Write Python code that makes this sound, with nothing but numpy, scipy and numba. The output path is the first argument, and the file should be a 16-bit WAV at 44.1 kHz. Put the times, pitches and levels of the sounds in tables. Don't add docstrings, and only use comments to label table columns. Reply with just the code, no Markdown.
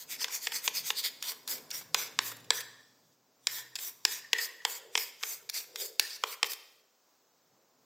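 import sys
import numpy as np
from scipy import signal
from scipy.fft import rfft, irfft, next_fast_len
from scipy.io import wavfile
from scipy.ndimage import uniform_filter1d
from numba import njit

SR = 44100
rng = np.random.default_rng(int(sys.argv[2]) if len(sys.argv) > 2 else 0)


def ratio(d):
    e = np.asarray(d, float) / 20
    return 10 ** e


def wav_record(signal):
    frames = np.transpose(np.atleast_2d(signal))
    bounded = np.clip(frames, -1, 1)
    quanta = np.round(bounded * 32767).astype(np.int16)
    wavfile.write(sys.argv[1], SR, quanta)


N = 346171
TIME = np.arange(N) / SR

# (lift-off t/s, landing before lift-off t/s, fastest moment before lift-off t/s,
# small parts relative level/dB, fall from fastest to lift-off level/dB,
# then relative to the small parts: tips level/dB, bodies level/dB, shield can level/dB, cover level/dB)
STROKES = [(.045, 0.14, 0.021, -53, 12, 4.5, 4, 5, -23), (0.164, 0.082, 0.036, -41, 8.5, -0.5, -17, 2, 3.5),
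           (0.258, 0.068, 0.036, -37.5, 17, -2, -5, 3, 0),
           (0.387, 0.095, 0.034, -39, 13.5, -0.5, -16.5, 3.5, 4),
           (.485, 0.078, 0.043, -42, 8, 1, -24, 2, 3), (0.598, 0.091, 0.04, -39, 14, 0.5, -6.5, 3, 4),
           (0.689, 0.068, 0.026, -39.5, 6.5, 2, -27, 4, 2), (.815, 0.081, 0.059, -39, 18, 1, -17, 4.5, 7),
           (0.918, 0.081, 0.047, -38.5, 7, 0, -11, 0, 1),
           (1.015, 0.06, 0.025, -35.5, 11.5, -0.5, -30, 2.5, -2),
           (1.091, 0.065, .037, -36, 13.5, -1, -16, 4.5, 3),
           (1.326, 0.099, 0.046, -38, 13.5, 1.5, -5, 2, -6.5),
           (1.585, 0.11, 0.076, -41, 17, 4.5, -5.5, 3.5, -1),
           (1.825, 0.11, 0.067, -42.5, 16.5, 3.5, -3.5, 3.5, -9.5),
           (2.077, 0.13, 0.076, -41, 11, -0.5, 1.5, 3, -3),
           (2.319, 0.13, 0.055, -44.5, 2.5, 2, -2.5, 1.5, -5),
           (2.613, 0.1, 0.058, -40, 6, -0.5, 1.5, 2.5, -5.5), (3.15, 0.51, 0.4, -79, 0.5, -2, -8, 5.5, -5),
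           (3.625, 0.16, 0.065, -44.5, 12.5, 3, -1, -0.5, -3),
           (3.916, 0.14, 0.083, -44, 14, 5.5, -7.5, 0, -2),
           (4.196, 0.14, 0.08, -42, 9.5, -0.5, -4, 1.5, -3),
           (4.469, 0.11, 0.03, -39, 9.5, 1.5, -2.5, 4.5, -6.5),
           (4.782, 0.13, 0.072, -43.5, 6, 2, 2.5, 2, -3),
           (5.098, 0.16, 0.097, -43.5, 16.5, 3.5, -21, 1, 8.5),
           (5.379, 0.17, 0.079, -45.5, 15.5, 7, -3, 4, 3), (5.644, 0.12, 0.079, -39.5, 20, 2, -13, 4, 2),
           (5.898, 0.14, 0.082, -43, 13.5, 1.5, -19, 1.5, 1),
           (6.164, 0.17, 0.19, -48.5, 3, -3.5, -0.5, 4.5, -6), (6.352, 0.13, 0.017, -48, 9, 3, -4, 5.5, 6),
           (6.476, 0.038, 0.0053, -46, 15, 6, -7, 4, -2.5),
           (6.546, 0.068, 0.032, -49.5, 12, 9.5, -9.5, 10, 6),
           (6.805, 0.34, 0.13, -72.5, 5, -1, -20.5, 8.5, -16.5)]
# (t/s, strength level/dB, then balance within the blow:
# shell level/dB, hollow and frame level/dB, crack level/dB)
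KNOCKS = [(0.213, -31, 15, 16, -17.5), (0.242, -19.5, 6.5, 13, -12), (0.28, -31.5, 14, -15, -22),
          (0.469, -19, 10, 13, -32), (0.519, -27, 16.5, 20, 0), (0.676, -14.5, 7.5, 12, -33),
          (0.902, -16.5, 8, 14, -10.5), (1.224, -25, -23.5, -3, -7.5), (1.316, -35.5, 11.5, -11, 1.5),
          (1.475, -27, -19, -2, -2.5), (1.483, -32, -8, -4.5, -12), (1.511, -29, -11.5, -1, 1),
          (1.579, -41.5, 8.5, -4, -10), (1.704, -32.5, -9, -5.5, 1), (1.711, -27, -14.5, -5, -25),
          (1.809, -39, 13, -3.5, -5), (1.944, -12, 10, 10, -8.5), (2.188, -12.5, 10.5, -16.5, -23.5),
          (2.315, -35, 18, -8, -10), (2.365, -43, -9.5, -9, 9.5), (2.4, -50.5, -14.5, -11.5, 4.5),
          (2.441, -47.5, 0, -13, -4.5), (2.504, -10, 7.5, 5, -25.5), (2.604, -31, -15, -7, -1),
          (3.469, -14, 3, 6, -18), (3.754, -25, -9.5, -5, -12), (3.76, -30, -16, 7.5, -14.5),
          (3.786, -32, -4, 11.5, -19), (3.905, -54, -15.5, -13.5, 11), (4.05, -10, 0.5, 6.5, -14),
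          (4.33, -11, 6, 13, -10.5), (4.383, -24.5, 4.5, 6, -28.5), (4.388, -31, 0, 8, -21),
          (4.616, -48, 17, 16, -15.5), (4.649, -14.5, 10, 12.5, -19), (4.952, -14, 8, 12.5, -41),
          (4.975, -17, 4.5, 9, -27), (5.227, -30, 6, 4.5, -8), (5.233, -21, 9.5, 12, -24),
          (5.49, -32.5, -17.5, 4, -19), (5.496, -23.5, -27, 0.5, -4.5), (5.541, -35, -10, 1.5, -14.5),
          (5.602, -38.5, -21.5, -15.5, -12.5), (5.753, -51, -17.5, 0, 2.5), (5.757, -27, -14, 7, -11),
          (5.954, -56, -6, 4.5, 0), (5.995, -10, 0, 7, -5), (6.236, -15.5, 19.5, 17, -11),
          (6.428, -12, 11.5, 14, -43), (6.442, -25, 14, 18, -11), (6.517, -29.5, -20, -15, -18),
          (6.532, -29, -19, -1, 1)]

# (f/Hz, width f/Hz, relative level/dB)
PARTS = [(3657, 670, 1), (5745, 600, 4), (6750, 1100, 1.5), (7900, 1700, -6)]
CAN = [(4820, 980, 3.3)]
COVER = [(2320, 650, -4)]
FRAME = [(2477, 190, -2.5), (3287, 480, 1.5)]
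HOLLOW = [(1777, 400, -4), (2130, 230, -3)]
SHELL = [(466, 74, -6), (720, 190, -14.5), (1022, 200, -2.5), (1570, 430, -5.5)]
# (f/Hz, relative level per Hz/dB)
BRISTLES = [(4710, -13.5), (8000, -2), (9980, -9.5), (12800, 1.5), (15200, 2), (16200, -29), (16400, -17),
            (16500, -51.5)]
# (t/s, f/Hz, level before it fades/dB)
LINGER = [(2.189, 1820, -51.5), (2.506, 1765, -42), (3.469, 1800, -45.5), (4.049, 1840, -44),
          (4.33, 1880, -38), (6.001, 1783, -46)]
# (t/s, relative level/dB)
GRIP = [(0.0, -80), (1.75, -64.5), (2.17, -60.5), (2.3, -75), (3.11, -85), (3.42, -87.5), (3.71, -68),
        (3.86, -70.5), (4.69, -73), (4.88, -61), (5.17, -70), (5.3, -80), (5.57, -78.5), (5.71, -65),
        (6.28, -69), (6.44, -78), (6.75, -84), (6.9, -83)]
# (f/Hz, width f/Hz, relative level/dB)
GRIP_BAND = [(464, 210, 0)]
# (f/Hz, time to fall 60 dB t/s, relative level/dB)
ROOM = [(437, 0.48, -35.5), (1060, 0.65, -38.5), (1708, 0.66, -32), (3300, 0.78, -29), (6400, 0.7, -25),
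        (12980, 0.47, -17)]
# (t/s, relative level/dB)
ENGINE = [(1.7, -89), (1.85, -73.5), (2.13, -82), (2.24, -66), (2.62, -71.5), (2.85, -85), (3.35, -95.5),
          (3.51, -73), (3.72, -76), (3.89, -95), (4.13, -75), (4.33, -89), (4.45, -100)]
# (multiple of the shaft rate, relative level/dB)
ENGINE_ORDERS = [(2, 2.5), (3, -13.5), (4, -16.5), (5, -3)]
# (f/Hz, relative level per Hz/dB)
HISS = [(30, -22), (70, -26), (130, -10), (250, -4), (450, 0), (700, -1), (1100, -3), (2000, -10),
        (3200, -12), (4800, -7), (6500, -6), (8000, -13), (9800, -24), (12500, -15), (15300, -10)]
# (t/s, relative level/dB)
STREET = [(0.0, -66.5), (1.2, -67.5), (2.47, -65), (3.0, -76.5), (3.2, -79), (3.4, -78.5), (4.5, -74.5),
          (5.6, -83), (6.2, -77.5), (6.8, -93), (7.85, -77.5)]
# (f/Hz, share of moments)
SPREAD = [(4500, .15), (5500, .1), (6500, .15), (7600, 0.078), (8800, 0.62), (10200, 0.31), (11600, 0.28),
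          (13000, 0.16), (14500, 0.18)]

PARTS_DB, FRAME_DB, HOLLOW_DB, SHELL_DB, PLAIN_DB = 3.5, 2.5, 5, 3, -1.5
START_DROP_DB, TIPS_START_DROP_DB, SWELL_POWER = 15, 22.5, 1.8
PRESS_ATTACK_S, PRESS_EASE_DB_S = 0.0022, 59.5
LIFT_DB_S, BODY_LIFT_DB_S = 1202.5, 398
SHELL_EASE_DB_S, SHELL_LIFT_DB_S = 35, 77.5
SCRUB_SHIFT, KNOCK_SHIFT = 0.044, 0.015
TUFT_DAMPING, KNOCK_DAMPING = 1.597, 1.02
STRIKE_DELAY_S, STRIKE_GAP_S, SECOND_DB = 0.0012, 0.00135, -0.5
RATTLE_DELAY_S = 0.0008
RATTLE_S, RATTLE_S_AT_DB = 0.0013, -13.5
RATTLE_DB, RATTLE_DB_AT_DB = -8.5, -8.5
KNOCK_FRAME_DB = -1.5
LINGER_WIDTH_HZ, LINGER_ATTACK_S, LINGER_T60_S = 235, 0.0076, 0.68
GRIP_LUMPS_DB = 8
ENGINE_START_HZ, CLIMB_HZ_PER_S, ENGINE_TOP_HZ = 108.5, 8.6, 126.5
HISS_DB = -70


def scrub():
    parts, tips, bodies, shell, can, cover = stroke_gains()
    tufts = walk(60)
    hiss = level(colour(slips(3000, 2.0, 2.5), BRISTLES), 0)
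    out = tips * hiss * ratio(1.7 * tufts)
    drive = slips(2600, 2.6, 2) * ratio(1.5 * tufts)
    bodies_rung = ((parts, PARTS, PARTS_DB), (can, CAN, PARTS_DB), (cover, COVER, PARTS_DB),
                   (bodies, FRAME, FRAME_DB), (bodies, HOLLOW, HOLLOW_DB), (shell, SHELL, SHELL_DB))
    for gain, modes, db in bodies_rung:
        for hz, width, mode_db in modes:
            push = drive * gain * ratio(db + mode_db + 2.5 * walk(25))
            moving_hz = hz * (1 + SCRUB_SHIFT * walk(9))
            out += sway(push + 1e-18, moving_hz, TUFT_DAMPING * width)
    plain = drive * np.sqrt(parts * bodies) * ratio(PLAIN_DB)
    return out + ring_twice(plain, 2480, 1600)


def stroke_gains():
    gains = np.zeros((6, N))
    for end, length, slowing, db, end_db, tips_db, body_db, can_db, cover_db in STROKES:
        start = end - length
        top = end - min(slowing, 0.9 * length)
        span = slice(max(int((start - 0.1) * SR), 0), int((end + 0.6) * SR))
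        t = TIME[span]
        age, after = np.maximum(t - start, 0), np.maximum(t - end, 0)
        press = ratio(db + body_db) * (1 - np.exp(-age / PRESS_ATTACK_S))
        parts = ratio(db + swell(t, start, top, end, START_DROP_DB, end_db))
        tips = ratio(db + tips_db + swell(t, start, top, end, TIPS_START_DROP_DB, end_db))
        bodies = press * ratio(-PRESS_EASE_DB_S * age - BODY_LIFT_DB_S * after)
        shell = press * ratio(-SHELL_EASE_DB_S * age - SHELL_LIFT_DB_S * after)
        gains[:, span] += [parts, tips, bodies, shell, parts * ratio(can_db), parts * ratio(cover_db)]
    return gains


def swell(t, start, top, end, start_db, end_db):
    rise = start_db * np.maximum((top - t) / (top - start), 0) ** SWELL_POWER
    fall = end_db * np.clip((t - top) / (end - top), 0, 1) ** SWELL_POWER
    return -rise - fall - LIFT_DB_S * np.maximum(t - end, 0)


def slips(rate, scatter_db, rub_db):
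    size_db = scatter_db * np.minimum(rng.exponential(size=N), 4)
    happens = rng.random(N) < rate / SR
    flicks = happens * rng.standard_normal(N) * ratio(size_db)
    return level(flicks, 0) + level(rng.standard_normal(N), rub_db)


def knocks():
    size = 4096
    out = np.zeros(N + size)
    for s, peak_db, shell_db, hollow_db, crack_db in KNOCKS:
        force = blow_force(peak_db, size)
        blow = 0
        for modes, db in ((PARTS + CAN, 0), (SHELL, shell_db), (HOLLOW, hollow_db),
                          (FRAME, hollow_db + KNOCK_FRAME_DB)):
            for j, (hz, width, mode_db) in enumerate(modes):
                shifted_hz = hz * (1 + KNOCK_SHIFT * rng.standard_normal())
                rung = ring(force, shifted_hz, KNOCK_DAMPING * width)
                share = np.sqrt(np.sum(force ** 2) * np.pi * width / SR / np.sum(rung ** 2))
                gain = ratio(db + mode_db + 1.4 * rng.standard_normal())
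                blow += (-1) ** j * gain * share * rung
        blow += ratio(-3.0 + 0.36 * shell_db) * ring_twice(force, 3020, 3200)
        blow += ratio(crack_db) * ring(force, 10500, 10500 / 1.1)
        strength = ratio(peak_db - 7) / np.sqrt(np.sum(blow ** 2) / (0.0055 * SR))
        i = int(s * SR)
        out[i:i + size] += blow * strength
    return out[:N]


def blow_force(peak_db, size):
    t = np.arange(size) / SR
    rattle_s = RATTLE_S * ratio(-0.3 * (peak_db - RATTLE_S_AT_DB))
    age = np.maximum(t - RATTLE_DELAY_S, 0) / rattle_s
    contact = age ** 0.7 * np.exp(-age ** 1.323)
    contact += ratio(-15.5) * np.roll(contact, int(0.0042 * SR))
    noise = rng.standard_normal(size)
    rattle_db = RATTLE_DB - 0.31 * (peak_db - RATTLE_DB_AT_DB)
    force = ratio(rattle_db) * contact * noise * np.abs(noise) ** 1.1
    first = int(STRIKE_DELAY_S * SR)
    gap = int(STRIKE_GAP_S * SR * (1 + 0.03 * rng.standard_normal()))
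    force[first] += 1
    force[first + gap] += ratio(SECOND_DB + 1.7 * rng.standard_normal())
    return force


def linger():
    out, noise = 0, rng.standard_normal(N)
    for s, hz, db in LINGER:
        age = np.maximum(TIME - s, 0)
        fade = ratio(-60 * age / LINGER_T60_S) * (1 - np.exp(-age / LINGER_ATTACK_S))
        out += level(ring_twice(noise, hz, LINGER_WIDTH_HZ), db) * fade
    return out * ratio(4.4 * walk(70))


def grip():
    hz, width, _ = GRIP_BAND[0]
    scrape = level(ring_twice(slips(900, 2.5, 0), hz, width), -6)
    return scrape * ratio(np.interp(TIME, *np.transpose(GRIP), right=-120) + GRIP_LUMPS_DB * walk(9.3))


def room(x):
    t = np.arange(SR) / SR
    tail = 0
    for hz, t60, db in ROOM:
        band = ring(rng.standard_normal(SR), hz, hz / 1.4)
        band *= ratio(-60 * t / t60) * (1 - np.exp(-t / 0.006))
        tail = tail + band * ratio(db) / np.sqrt(np.sum(band ** 2) * hz * 4 / SR)
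    return signal.fftconvolve(x, tail)[:N]


def engine():
    climb = ENGINE_START_HZ + CLIMB_HZ_PER_S * (TIME - ENGINE[0][0])
    second_order_hz = np.minimum(climb, ENGINE_TOP_HZ)
    phase = np.pi * np.cumsum(second_order_hz) / SR
    tone = sum(ratio(db + 1.0 * walk(10)) * np.sin(k * phase) for k, db in ENGINE_ORDERS)
    return np.sqrt(2) * tone * ratio(np.interp(TIME, *np.transpose(ENGINE), left=-120, right=-120))


def background():
    hiss = level(colour(rng.standard_normal(N), HISS), HISS_DB) * ratio(walk(6))
    rumble = 0
    # f/Hz, width f/Hz, relative level/dB
    for hz, width, db in ((45, 43, -24.5), (146, 86, -5.5), (255, 78, -3.0), (503, 690, 0.5)):
        band = level(ring_twice(rng.standard_normal(N), hz, width), db)
        rumble = rumble + band * ratio(3.5 * walk(8))
    street_db = np.interp(TIME, *np.transpose(STREET)) + 1.2 * walk(2.8)
    return hiss + level(rumble, 1.0) * ratio(street_db)


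def level(x, db):
    return x * ratio(db) / np.sqrt(np.mean(x ** 2))


def colour(x, points):
    hz, db = np.transpose(points)
    size = next_fast_len(len(x))
    bins_hz = np.arange(size // 2 + 1) * SR / size
    gain = ratio(np.interp(np.log(bins_hz + 1), np.log(hz), db))
    return irfft(rfft(x, size) * gain, size)[:len(x)]


def ring(x, hz, width):
    return signal.lfilter(*signal.iirpeak(hz, hz / width, fs=SR), x)


def ring_twice(x, hz, width):
    return ring(ring(x, hz, width), hz, width)


@njit
def sway(x, hz, width):
    y = x.copy()
    for _ in range(2):
        b, l = 0., 0.
        for i in range(len(x)):
            g, k = np.tan(np.pi * hz[i] / SR), width / hz[i]
            v = (b + g * (y[i] - l)) / (1 + g * (g + k))
            b, l, y[i] = 2 * v - b, l + 2 * g * v, k * v
    return y


def walk(rate):
    k = int(SR / rate)
    steps = np.repeat(rng.standard_normal(N // k + 1), k)
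    return 1.3 * uniform_filter1d(uniform_filter1d(steps, k), k)[:N]


def spread(x):
    hz, _, cells = signal.stft(x, SR, nperseg=1024)
    centres, shares = np.transpose(SPREAD)
    band = np.abs(hz[:, None] - centres).argmin(axis=1)
    frames = cells.shape[2]
    draws = np.repeat(rng.random((len(centres), frames // 2 + 1)), 2, axis=1)[:, :frames]
    treble = (hz[:, None] > 4100) & (hz[:, None] < 15900)
    apart = (draws < shares[:, None])[band] & treble
    power = np.sum(np.abs(cells[0]) ** 2, axis=0)
    apart &= power < ratio(14) * np.minimum(np.roll(power, 2), np.roll(power, -2))
    size = uniform_filter1d(np.abs(cells), size=9, axis=1) * ratio(-0.5)
    noise = size * (rng.standard_normal(cells.shape) + 1j * rng.standard_normal(cells.shape))
    return signal.istft(np.where(apart, noise, cells), SR, nperseg=1024)[1][:, :N]


def scene():
    no_bass = signal.butter(4, 340, "high", fs=SR, output="sos")
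    brush = signal.sosfilt(no_bass, scrub() + knocks() + linger() + grip())
    return np.tile(brush + room(brush) + engine() + background(), (2, 1))


def band_limit(x):
    return signal.sosfilt(signal.butter(12, 17000, fs=SR, output="sos"), x)


def record(dry):
    sharp_top = signal.ellip(8, 0.3, 50, 16300, fs=SR, output="sos")
    mix = spread(signal.sosfilt(sharp_top, dry))
    return band_limit(mix)


dry = scene()
out = record(dry)
wav_record(out)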